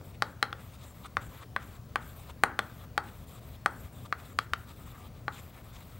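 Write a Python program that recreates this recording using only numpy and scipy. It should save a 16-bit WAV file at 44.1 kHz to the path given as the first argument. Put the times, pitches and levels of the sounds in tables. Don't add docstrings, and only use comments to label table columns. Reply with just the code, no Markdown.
import sys
import numpy as np
from scipy import signal
from scipy.io import wavfile
from scipy.ndimage import uniform_filter1d

SR = 44100
rng = np.random.default_rng(int(sys.argv[2]) if len(sys.argv) > 2 else 0)


def file_out(sig):
    cols = np.atleast_2d(sig).T
    lim = np.clip(cols, -1, 1)
    pcm = np.round(lim * 32767).astype(np.int16)
    wavfile.write(sys.argv[1], SR, pcm)


def rack_gain(trim_db):
    fader = np.asarray(trim_db, float)
    return 10 ** (fader / 20)


N = 264159


def evened(x):
    return x / np.sqrt(np.mean(x ** 2) + 1e-20)


def smooth_noise(length):
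    return uniform_filter1d(rng.standard_normal(N), length)


def read(points, hz):
    f, value = np.transpose(points)
    return np.interp(np.log(hz + 1), np.log(f + 1), value)


def add(mix, s, sound):
    part = mix[round(s * SR):][:len(sound)]
    part += sound[:len(part)]


def resonate(x, hz, width):
    turn = np.exp(2j * np.pi * np.cumsum(hz * np.ones(len(x))) / SR)
    r = np.exp(-np.pi * width / SR)
    smooth = signal.lfilter([(1 - r) ** 2], [1, -2 * r, r * r], x / turn)
    return 2 * (turn * smooth).real


def radiated(x):
    return signal.sosfilt(signal.butter(2, 190, "high", fs=SR, output="sos"), x)


# frequency in Hz, density in dB per Hz.
AIR = [(21, -60), (35, -3.5), (107, -2.5), (259, -14), (352, -19.5), (584, -19), (753, -22), (833, -27.5),
       (1020, -24.5), (1780, -32.5), (1970, -33), (10300, -43), (13600, -42), (15000, -57.5)]
# frequency in Hz, width in Hz, level in dB rms.
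FAN = [(52.6, 36, -77), (75.3, 7.5, -59), (92.6, 29, -56.5), (117.7, 7.7, -57.5), (166, 14, -92),
       (235, 48, -67), (14500, 1500, -77), (15700, 300, -75)]
# frequency in Hz, level in dB rms.
SCAN = [(15194.8, -88), (15254.7, -89), (15314.7, -88), (15374.6, -86), (15434.6, -84), (15494.5, -84),
        (15554.4, -86), (15614.4, -83), (15674.3, -86), (15734.3, -73)]
AIR_DB = -44.5


def air():
    frames = N // 512 + 5
    hz, t = np.fft.rfftfreq(2048, 1 / SR), np.arange(N) / SR
    a, b, patches = rng.standard_normal((frames, 1025, 3)).T
    patches = evened(uniform_filter1d(uniform_filter1d(patches, 20, 0), 8, 1))
    z = (a + 1j * b) * rack_gain(read(AIR, hz)[:, None] + 1.46 * patches)
    hiss = rack_gain(AIR_DB - 4.5) * evened(signal.istft(z, nperseg=2048, noverlap=1536)[1][:N])
    fan = sum(rack_gain(db) * evened(resonate(rng.standard_normal(N), f, width)) for f, width, db in FAN)
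    scan = sum(np.sqrt(2) * rack_gain(db) * np.sin(2 * np.pi * f * t) for f, db in SCAN)
    return hiss + fan + scan


def bump():
    out = np.zeros(N)
    u = np.arange(800) / SR * 700 * 2 * np.pi
    add(out, .0125, -rack_gain(-37) * u * np.exp(1 - u))
    return radiated(out)


# start in seconds, length in seconds, speed in dB, lean onto the stick in dB.
STROKES = [(.03, 0.095, -67, -1), (0.245, 0.089, -69, 1), (0.594, 0.098, -64, -2.5), (.68, .1, -66, -6),
           (0.816, 0.12, -65, 1), (0.933, 0.13, -65.5, -5.5), (1.201, 0.089, -64, -2),
           (1.283, 0.13, -62, -7), (1.613, 0.16, -63, -4.5), (2.001, 0.15, -62.5, -3),
           (2.144, 0.17, -63, -6), (2.613, 0.12, -64.5, -4.5), (2.72, .14, -64.5, -7),
           (3.026, 0.23, -65, -5), (3.263, 0.14, -62, -3.5), (3.4, 0.17, -64.5, -4.5),
           (3.695, 0.12, -68, 0), (3.793, 0.098, -63.5, -3.5), (3.915, 0.16, -66.5, -1),
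           (4.171, 0.17, -64, -1.5), (4.4, 0.059, -65.5, -2), (4.567, 0.088, -66.5, -2),
           (4.662, 0.089, -65, -4), (4.75, 0.1, -65.5, -3), (4.855, 0.08, -62, -7.5),
           (4.94, 0.152, -65.5, -4), (5.307, 0.21, -64, -7), (5.53, 0.096, -66, -6), (5.626, 0.09, -65, -4),
           (5.727, 0.28, -65.5, -6)]
START_S, LIFT_S = 0.014, 0.01
GRIND_SHARE_DB, BOARD_SHARE_DB = -1.5, 3
DUST_SAG_DB, STICK_SAG_DB = -0.5, -2.5
SWELL_DB = 2.5


def glides():
    t, gains = np.arange(N) / SR, np.zeros((4, N))
    for s, length, speed_db, lean_db in STROKES:
        touching = np.clip(np.minimum((t - s) / START_S, (s + length - t) / LIFT_S), 0, 1)
        done = np.clip((t - s) / length, 0, 1) - .5
        shares_db = np.array([GRIND_SHARE_DB + 0 * t,
                              GRIND_SHARE_DB + BOARD_SHARE_DB + 0 * t,
                              lean_db + STICK_SAG_DB * done,
                              DUST_SAG_DB * done])
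        gains += touching * rack_gain(speed_db - 3.8 * SWELL_DB * done ** 2 + shares_db)
    return gains


# peak in seconds, build-up in seconds, pressure in dB, board share in dB.
BITES = [(.15, .02, -64, -10), (.61, 0.054, -63.5, 5), (.755, 0.044, -60, -2), (.85, 0.071, -57.5, -3),
         (1.063, .03, -53, 6), (1.228, 0.024, -57, 3), (1.35, .05, -65, 9), (1.434, 0.042, -56.5, 8.5),
         (1.63, 0.041, -58.5, 5.5), (1.768, 0.021, -64, 4), (2.2, 0.013, -62, 10.5),
         (2.305, 0.018, -55, 6.5), (2.845, .04, -68, 11), (3.09, 0.046, -61.5, 4.5), (3.557, 0.035, -66, 0),
         (3.85, 0.13, -67.5, 7.5), (4.062, 0.015, -56, 4), (4.201, .03, -62, 7), (4.322, 0.031, -62, -14),
         (4.713, 0.047, -60.5, 3), (4.89, 0.055, -62.5, 3), (4.96, 0.085, -68.5, 10),
         (5.068, 0.24, -67.5, 10), (5.2, 0.12, -72, 5), (5.345, .02, -58, -8), (5.4, 0.08, -54, -1),
         (5.55, 0.025, -63.5, 3), (5.585, 0.042, -71.5, 16), (5.765, 0.057, -57.5, 0), (5.83, 0.11, -65, 8)]
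BUILD_DB, LET_GO_S, BITE_STICK_DB, BITE_DUST_DB = 15, 0.013, -7.5, -13


def bites(gains):
    t = np.arange(N) / SR
    for s, build, pressure_db, board_db in BITES:
        press = rack_gain(pressure_db - BUILD_DB * (np.maximum(s - t, 0) / build) ** 2)
        press *= np.clip(1 + (s - t) / LET_GO_S, 0, 1)
        shares_db = np.array([[0], [board_db], [BITE_STICK_DB], [BITE_DUST_DB]])
        gains = np.hypot(gains, press * rack_gain(shares_db))
    return gains


# frequency in Hz, width in Hz, level in dB.
GRIND_BAND = [(2350, 1030, 9), (3660, 1150, 13.5), (4830, 870, 1.5), (6360, 2700, 7)]
BOARD_BAND = [(692, 1040, -4.5), (1230, 370, -3), (1950, 1100, -6)]
STICK_BAND = [(7550, 930, 8), (8930, 1700, 7), (10400, 1200, -2)]
DUST_BAND = [(11700, 3100, -6), (13500, 1100, -1.5), (14900, 1200, -4)]
TILT = .02
GRAINS_HZ = 9000


def strokes():
    clumps = rack_gain(0.89 * evened(smooth_noise(300)))
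    tilt = 1 + TILT * evened(uniform_filter1d(smooth_noise(4000), 4000))
    out = np.zeros(N)
    for gain, band in zip(bites(glides()), [GRIND_BAND, BOARD_BAND, STICK_BAND, DUST_BAND]):
        grains = clumps * rng.standard_normal(N) * (rng.random(N) < GRAINS_HZ / SR)
        voice = np.zeros(N)
        for k, (hz, width, db) in enumerate(band):
            wander = rack_gain(2.5 * evened(smooth_noise(1500)))
            voice += (-1) ** k * rack_gain(db) * wander * evened(resonate(grains, hz * tilt, width))
        out += gain * evened(voice)
    return out


def ring(modes, rise_s, scatter_db, scatter):
    t = np.maximum(np.arange(8000) / SR - .0005, 0)
    out = np.zeros(len(t))
    for hz, db, t60 in modes:
        a, b = rng.standard_normal(2)
        fade = rack_gain(db + scatter_db * a - 60 * t / t60)
        out -= fade * np.cos(2 * np.pi * hz * (1 + scatter * b) * t)
    return out * (1 - np.exp(-(t / rise_s) ** 2))


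# start in seconds, blow in dB, contact pitch in Hz, low panel in dB, tip hardness in dB.
TAPS = [(0.2223, -14, 1400, -11.5, -5.5), (0.4276, -12, 1470, -10.5, -7.5),
        (0.5284, -28.5, 1400, -14, -5.5), (1.1692, -16, 1480, -9, -13), (1.5632, -15.5, 1530, -18, -15.5),
        (1.958, -13, 1550, -15.5, -16), (2.4364, -5.5, 1470, -12, -14.5), (2.5912, -13, 1440, -10.5, -10.5),
        (2.9782, -14, 1390, -11.5, -7.5), (3.6604, -12, 1400, -14, -9.5), (4.126, -18.5, 1510, -14, -11),
        (4.3886, -16.5, 1560, -19.5, -5), (4.5349, -18, 1370, -20.5, -3), (5.2811, -18, 1330, -12.5, -15.5)]
# start in seconds, panel ring in dB,
# lean to upper modes in dB per octave, grip on the stick in dB.
SPOTS = [(.222, 0, -6, -3), (.428, 0, 2, -1), (.528, -0.5, 2, 4.5), (1.169, 0.5, -23, -3),
         (1.563, -1.5, 5, -1), (1.958, 0, 4, 0), (2.436, -1, -14, 1.5), (2.591, -2.5, 3, 1),
         (2.978, 0, -1, -4), (3.66, 2.5, -8, 0), (4.126, 3, -25, -3), (4.388, 3.5, -14, 1),
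         (4.535, 1, -16, -0.5), (5.281, 0, -1, -10)]
# frequency in Hz, level in dB, 60 dB decay in seconds.
PANEL = [(1170, -3, 0.016), (1370, -6, 0.022), (1700, -9, 0.009), (2100, -11, 0.01)]
LOW_PANEL = [(268, -1.5, 0.0054), (505, -6, 0.02), (571, -13, 0.073), (808, 8, 0.025)]
TIP = [(2800, -8, .006), (3250, -.5, .009), (3700, -1, .008), (4300, -2, .008), (4900, -6, .006),
       (5600, -17, .005)]
STICK = [(7300, -6, .007), (8200, -.5, .008), (9100, -4, .007), (10100, -3, .007), (11300, -5, .006),
         (12700, -6, .006), (14500, -8, .005)]
BACKING = [(1290, -31, 0.18), (1350, -32, 0.15)]
RING_DB, RING_PER_BLOW = -13, 0.83
STICK_DB, STICK_PER_HARD, STICK_PER_BLOW = -24, 0.98, .7
SOFTEST_TIP_DB = -20


def taps():
    blows, rings = np.zeros((2, N))
    for (s, db, hz, low_db, tip_db), (_, spot_db, lean_db, grip_db) in zip(TAPS, SPOTS):
        strength = db + 14
        stick_db = STICK_DB + STICK_PER_HARD * (tip_db + 11) + STICK_PER_BLOW * strength + grip_db
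        tip_db = max(tip_db - .6, SOFTEST_TIP_DB)
        ring_db = RING_DB + RING_PER_BLOW * strength + spot_db + 1.5
        panel = [(f, d + lean_db * np.log2(f / PANEL[0][0]), t60) for f, d, t60 in PANEL]
        u = (np.arange(8000) / SR - .001) * hz
        knock = np.exp(-(u / .5) ** 2) * np.cos(2 * np.pi * u - .3)
        knock += rack_gain(low_db - 7.0) * ring(LOW_PANEL, rise_s=.0005, scatter_db=4.0, scatter=0.039)
        knock += rack_gain(tip_db) * ring(TIP, rise_s=.0002, scatter_db=1.5, scatter=.04)
        knock += rack_gain(stick_db + 2.0) * ring(STICK, rise_s=.0001, scatter_db=1.5, scatter=.03)
        add(blows, s - .0006, rack_gain(db + 2.0) * knock)
        ringing = ring(panel + BACKING, rise_s=.0005, scatter_db=1.0, scatter=0.0308)
        add(rings, s - .0006, rack_gain(ring_db) * ringing)
    return radiated(blows), radiated(rings)


# delay in seconds, level in dB.
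ECHOES = [(.0085, -19.5), (.015, -44), (.026, -46), (.037, -42), (.076, -36), (.081, -36)]
# frequency in Hz, 60 dB decay in seconds.
ROOM = [(200, 0.57), (700, 0.31), (1400, 0.45), (2500, 0.27), (5000, 0.12), (10000, 0.15)]
# frequency in Hz, level in dB.
ROOM_TONE = [(200, 9.5), (800, -1.5), (1350, 2.5), (2300, -5.5), (5000, 1.5), (8000, 2), (12000, -5.5)]
ROOM_DB = -14.5


def room(x):
    early = np.zeros(SR // 10)
    for s, db in ECHOES:
        early[round(s * SR)] = rack_gain(db)
    late, t = np.zeros(N), np.arange(N) / SR
    for k in range(3):
        sparse = np.zeros(SR // 2)
        at = np.arange(100, SR // 2 - 20, 20)
        sparse[at + rng.integers(0, 20, len(at))] = rng.choice([-1., 1.], len(at))
        hz, age, z = signal.stft(sparse, SR, nperseg=256)
        fade_db = read(ROOM_TONE, hz)[:, None] - 60 * age / read(ROOM, hz)[:, None]
        tail = signal.istft(z * rack_gain(fade_db), SR, nperseg=256)[1]
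        turn = np.sqrt(2 / 3) * np.cos(np.pi * (t * 1.7 + k / 3))
        late += signal.oaconvolve(x * turn, tail / np.linalg.norm(tail))[:N]
    dull = resonate(x, 970, 4600)
    return signal.oaconvolve(dull, early)[:N] + rack_gain(ROOM_DB) * late


def scene():
    quiet, grind = air(), strokes()
    blows, rings = taps()
    blows = blows + bump()
    heard = quiet + blows + rings + grind + room(blows + 0.081 * rings + 0.5 * grind)
    return np.array([heard, heard])


def top_cut(x):
    return signal.sosfilt(signal.butter(12, 16990, fs=SR, output="sos"), x)


LEFT_DB, RIGHT_DB, BASS_CUT_HZ = 1.3, -1.55, 48
EDGE_HZ, KNOCK_EDGE_HZ, MONO_ABOVE_HZ = 15800, 16700, 7300
LOUD_DB, FAINT_DB = -74, -101


def record(dry):
    dry = signal.sosfilt(signal.butter(3, BASS_CUT_HZ, "high", fs=SR, output="sos"), dry)
    left, right = dry * rack_gain([[LEFT_DB], [RIGHT_DB]])
    hz, _, z = signal.stft((left - right) / 2, SR, nperseg=1024)
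    hz = hz[:, None]
    power = uniform_filter1d(uniform_filter1d(abs(z) ** 2, size=16, axis=0), size=3, axis=1)
    z = z * ((power > rack_gain(2 * FAINT_DB + (hz > 15000) * 30)) | (hz < MONO_ABOVE_HZ))
    both = np.array([(left + right) / 2, signal.istft(z, SR, nperseg=1024)[1][:N]])

    def below(edge):
        lowpass = signal.firwin(1023, edge, window=("kaiser", 7), fs=SR)
        return signal.oaconvolve(both, lowpass[None], "same")

    kept = below(EDGE_HZ)
    top = below(KNOCK_EDGE_HZ) - kept
    loud = np.clip(uniform_filter1d(top[0] ** 2, size=256) / rack_gain(2 * LOUD_DB) - 1, 0, 1)
    mid, side = kept + rack_gain(-7) * loud * top
    return top_cut(np.array([mid + side, mid - side]))


dry = scene()
out = record(dry)
file_out(out)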